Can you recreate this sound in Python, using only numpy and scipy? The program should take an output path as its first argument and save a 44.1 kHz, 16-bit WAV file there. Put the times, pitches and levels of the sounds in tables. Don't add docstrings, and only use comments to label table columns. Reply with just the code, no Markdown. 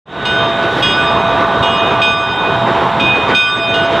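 import sys
import numpy as np
from scipy import signal
from scipy.fft import rfft, irfft, next_fast_len
from scipy.io import wavfile
from scipy.ndimage import uniform_filter1d, minimum_filter1d, map_coordinates

SR = 44100
rng = np.random.default_rng(int(sys.argv[2]) if len(sys.argv) > 2 else 0)


def persist_wave(psi):
    counts = np.round(np.clip(psi, -1, 1) * 32767).astype(np.int16)
    wavfile.write(sys.argv[1], SR, np.atleast_2d(counts).T)


N = 176400
T = np.arange(N) / SR

# start_s, strength_db, t60_factor, ring_db, clang_db, bite_db, shimmer_db
STRIKES = [(0.2515, 4.5, 0.48, 0, 2.5, -14, 0.5), (.824, -1, 0.86, 8, 4.5, 14, 5.5),
           (1.627, -3, 1, 3.5, 3.5, 5.5, 0), (2.0158, 5, 0.76, 8.5, -4, 1.5, 0),
           (2.9967, -1, 0.96, 9.5, -4, 0, -8.5), (3.3475, 9.5, 1.03, 9, -10, -2.5, 1),
           (3.739, 1, 0.65, -1.5, 6, 2, -1.5)]
# low_hz, high_hz
COLOUR_BANDS = [(2300, 2700), (2700, 3000), (3200, 3400), (4000, 16000)]
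# pitch_hz, level_db, t60_s
UPPER_MODES = [
    [2073, 2484, 2871, 3157, 3308, 3455, 3670, 4358, 4996, 5146, 5385, 5887, 6414, 7905, 9445, 11030],
    [-39, -20, -21, -24.5, -25, -35, -16.5, -42, -33.5, -49, -49, -46, -41.5, -43, -57, -68],
    [3, 2.0, 1.2, 3.5, 1.0, 2.2, 2.35, 1.1, 1.7, 1.7, .8, 0.5, 1.8, 1.0, 1.2, 2.5],
]
# time_s, level_db
HUM_LEVEL = [(0, -23), (.25, -24), (.45, -16.5), (.68, -16), (.85, -39), (.97, -27.5), (1.06, -16),
             (1.9, -15.5), (2.2, -16), (2.38, -34), (2.53, -16), (3.25, -23.5), (3.42, -21.5), (3.53, -25),
             (3.62, -11.5), (4, -12)]
PRIME_LEVEL = [(0, -33), (.45, -19), (.65, -37), (.97, -19), (1.9, -20.5), (2.2, -12.5), (2.5, -32),
               (3.25, -30.5), (3.5, -10), (3.8, -25), (4, -30)]
TIERCE_LEVEL = [(0, -27), (.36, -11), (.5, -30), (.65, -17), (.8, -21.5), (0.999, -10), (1.1, -22),
                (1.72, -21.5), (1.9, -32), (2.069, -13), (2.36, -23.5), (2.5, -19.5), (2.65, -27),
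                (3.28, -28.5), (3.371, -8), (3.55, -9.5), (3.66, -20.5), (3.8, -9), (3.93, -28)]
# frequency_hz, level_db
CLICK_SPECTRUM = [(300, -30), (1500, -2), (3700, 5), (5000, -4.5), (9000, -21), (15000, -37)]
RUMBLE_SPECTRUM = [(20, -30), (42, -12.5), (85, -3.5), (110, 0), (124, 0), (142, -1), (195, 0.5), (295, -3),
                   (390, 1), (550, -2.5), (1500, -6.5), (2300, -14), (3600, -13), (4500, -30), (7500, -41),
                   (10000, -52.5), (13000, -61.5), (15500, -79.5)]
ROAR_SPECTRUM = [(300, -73), (600, -7), (820, 8), (1000, 9.5), (1250, 2), (1700, -9), (3000, -50)]
CHUFF_SPECTRUM = [(40, -30.5), (130, -7.5), (400, 6), (700, -2), (1600, -5.5), (3200, -19), (5000, -29),
                  (9000, -49), (15000, -69)]
STEAM_SPECTRUM = [(2000, -18), (4500, 4), (8000, -12.5), (12500, -18), (15500, -23.5)]
# time_s, level_db
RUMBLE_LEVEL = [(0, -14.5), (.6, -18.5), (1.3, -17), (1.9, -17.5), (2.3, -20), (2.8, -17), (3.4, -18),
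                (4, -14.5)]
ROAR_LEVEL = [(0, -19.5), (.8, -24.5), (1.2, -16.5), (1.9, -18.5), (2.25, -20.5), (2.8, -16), (3.15, -20),
              (4, -24)]
STEAM_LEVEL = [(0, -69), (.45, -65), (.8, -40), (1.2, -69), (1.6, -53), (2.3, -71.5), (2.8, -60), (4, -66)]
# start_s, level_db
CHUFFS = [(0.609, -15), (0.756, -14.5), (1.39, -16), (1.89, -23), (2.658, -15.5), (2.8, -19), (3.14, -16.5),
          (3.275, -10.5), (3.548, -16.5), (3.73, -15.5), (3.9, -16)]
# frequency_hz, t60_s
HILL_DECAY = [(200, 0.68), (2500, 0.4), (10000, 0.43)]
# frequency_hz, side_over_mid_db
STEREO_WIDTH = [(30, -57), (3000, -21), (6000, -23), (12000, -14.5)]

HUM_HZ, PRIME_HZ, TIERCE_HZ = 672.9, 1174.4, 1487
ATTACK_S, CLICK_DB, CLICK_T60_S, HILL_DB = 0.0016, -24.5, 0.13, -6.5
SWING_S, FASTEST_APPROACH_S = 1.37, 0.29
SWING_DOPPLER, DRIFT_PER_S = 0.00109, 0.000499
SWELL_DB, SWELL_S, SWELL_PEAK_S = 2.5, 0.655, 1.24
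SCATTER_PER_KHZ, SCATTER_MAX, SCATTER_BUILD_S = 0.12, 0.6, 0.07
DRONE_HZ, DRONE_DB = 123.9, -35
WHINE_HZ, WHINE_DB, WHINE_OCTAVE_DB = 3747, -31, -63.5
CEILING_DB, DETECT_S, HOLD_S, RELEASE_DB_PER_S = -10, 0.012, 0.11, 16.5
FADE_START_S, FADE_S = 0.055, 0.35
PEAK_LIMIT, PEAK_S, TOP_HZ = 0.92, 0.003, 15750


def bell():
    doppler = SWING_DOPPLER * np.cos(2 * np.pi * (T - FASTEST_APPROACH_S) / SWING_S)
    drift = DRIFT_PER_S * (T - T.mean())
    clock = np.cumsum(1 + doppler - drift) / SR
    strikes = np.array(STRIKES)
    latest = np.maximum(np.searchsorted(strikes[:, 0], T) - 1, 0)
    start, strength_db, t60_factor, *colour_db = strikes[latest].T
    colour_db[0] += SWELL_DB * np.cos(2 * np.pi * (T - SWELL_PEAK_S) / SWELL_S)
    struck, age = T > start, np.abs(T - start)
    click_envelope = soften(struck * amp(strength_db + CLICK_DB - 60 * age / CLICK_T60_S))
    click = click_envelope * rush(CLICK_SPECTRUM, patchy_db=4.5)
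    soft_age, ringing = soften(age), np.zeros(N)
    for hz, mode_db, t60 in zip(*UPPER_MODES):
        extra_db = sum(db for db, (low, high) in zip(colour_db, COLOUR_BANDS) if low < hz <= high)
        decay_db = 60 * age / (t60 * t60_factor)
        envelope = soften(struck * amp(strength_db + mode_db + extra_db - decay_db))
        ringing += envelope * bell_partial(hz, clock, soft_age)
    for hz, curve in ((HUM_HZ, HUM_LEVEL), (PRIME_HZ, PRIME_LEVEL), (TIERCE_HZ, TIERCE_LEVEL)):
        ringing += level(curve) * bell_partial(hz, clock, soft_age)
    return ringing + click + amp(HILL_DB) * hill_echo(click)


def bell_partial(hz, clock, age):
    khz = hz / 1000
    arrived = 1 - np.exp(-age / SCATTER_BUILD_S)
    scatter = min(SCATTER_PER_KHZ * khz, SCATTER_MAX) * arrived
    flutter = np.exp(0.17 * np.sqrt(khz) * arrived * wobble(rate=36))
    return flutter * tone(hz, clock, scatter, rate=4 * khz) / np.sqrt(1 + 2 * scatter ** 2)


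def train():
    rumble = level(RUMBLE_LEVEL) * amp(0.5 * wobble(rate=16)) * rush(RUMBLE_SPECTRUM, patchy_db=1.37)
    drone = amp(DRONE_DB) * tone(DRONE_HZ, T, scatter=0.6, rate=10)
    roar = level(ROAR_LEVEL) * amp(0.57 * wobble(rate=14)) * rush(ROAR_SPECTRUM, patchy_db=0.67)
    return rumble + drone + roar


def exhaust(rise_s=0.027):
    envelope = np.zeros(N)
    for start, db in CHUFFS:
        rise = np.maximum(T - start, 0) / rise_s
        envelope += amp(db) * (rise * np.exp(1 - rise)) ** 2
    chuffs = envelope * rush(CHUFF_SPECTRUM, patchy_db=2.2)
    leak = level(STEAM_LEVEL) * rush(STEAM_SPECTRUM, patchy_db=-1.0)
    return chuffs + leak


def generator():
    whine = amp(WHINE_DB) * tone(WHINE_HZ, T, scatter=0.45, rate=5)
    octave = amp(WHINE_OCTAVE_DB) * tone(2 * WHINE_HZ, T, scatter=0.7, rate=22)
    return whine + octave


def hill_echo(sound):
    hz, t, noise = signal.stft(rng.standard_normal(SR), SR, nperseg=256)
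    decay = amp(-60 * t / along(HILL_DECAY, hz)[:, None])
    tail = signal.istft(noise * decay, SR, nperseg=256)[1]
    return signal.fftconvolve(sound, tail[None] / np.linalg.norm(tail), axes=1)[:, :N]


def tone(hz, clock, scatter, rate):
    paths = 1 + scatter * (wobble(rate) + 1j * wobble(rate))
    return np.real(paths * np.exp(2j * np.pi * (hz * clock + rng.random())))


def rush(spectrum, patchy_db):
    noise = signal.stft(rng.standard_normal((2, N)), nperseg=512)[2]
    patches = uniform_filter1d(rng.standard_normal(noise.shape[1:]), size=6, axis=0)
    patches = unit_rms(uniform_filter1d(patches, size=9, axis=1))
    mid, side = signal.istft(noise * amp(patchy_db * patches), nperseg=512)[1][:, :N]
    mid = filtered(mid, lambda hz: amp(along(spectrum, hz)))
    side = filtered(side, lambda hz: amp(along(spectrum, hz) + along(STEREO_WIDTH, hz)))
    return unit_rms(np.array([mid + side, mid - side]))


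def soften(curve):
    pole = np.exp(-1 / (ATTACK_S * SR))
    return signal.lfilter([1 - pole], [1, -pole], curve)


def wobble(rate):
    return map_coordinates(rng.standard_normal(1024), [T * rate], mode="wrap")


def filtered(sound, response):
    size = next_fast_len(N + SR // 2)
    return irfft(rfft(sound, size) * response(np.fft.rfftfreq(size, 1 / SR)), size)[..., :N]


def along(points, hz):
    knots_hz, values = np.transpose(points)
    return np.interp(np.log(hz + 1), np.log(knots_hz + 1), values)


def level(points):
    return amp(np.interp(T, *np.transpose(points)))


def amp(db):
    return 10 ** (np.asarray(db) / 20)


def unit_rms(x):
    return x / np.sqrt(np.mean(x ** 2) + 1e-20)


def scene(pan_db=0.74):
    return (bell() + train() + exhaust() + generator()) * amp([[-pan_db], [pan_db]])


def record(dry):
    power = np.abs(uniform_filter1d(np.mean(dry ** 2, axis=0), int(DETECT_S * SR)))
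    needed_db = np.minimum(CEILING_DB - 10 * np.log10(power + 1e-12), 0)
    hold = 2 * int(HOLD_S * SR / 2) + 1
    held_db = minimum_filter1d(needed_db, hold, origin=hold // 2)
    gain_db = np.minimum.accumulate(held_db - RELEASE_DB_PER_S * T) + RELEASE_DB_PER_S * T
    fade = np.clip((T - FADE_START_S) / FADE_S, 0, 1)
    ducked = dry * amp(gain_db) * fade
    span = int(PEAK_S * SR)
    peak_gain = PEAK_LIMIT / np.maximum(np.abs(ducked).max(axis=0), PEAK_LIMIT)
    peak_gain = uniform_filter1d(minimum_filter1d(peak_gain, span), span)
    return filtered(ducked * peak_gain, lambda hz: hz < TOP_HZ)


dry = scene()
out = record(dry)
persist_wave(out)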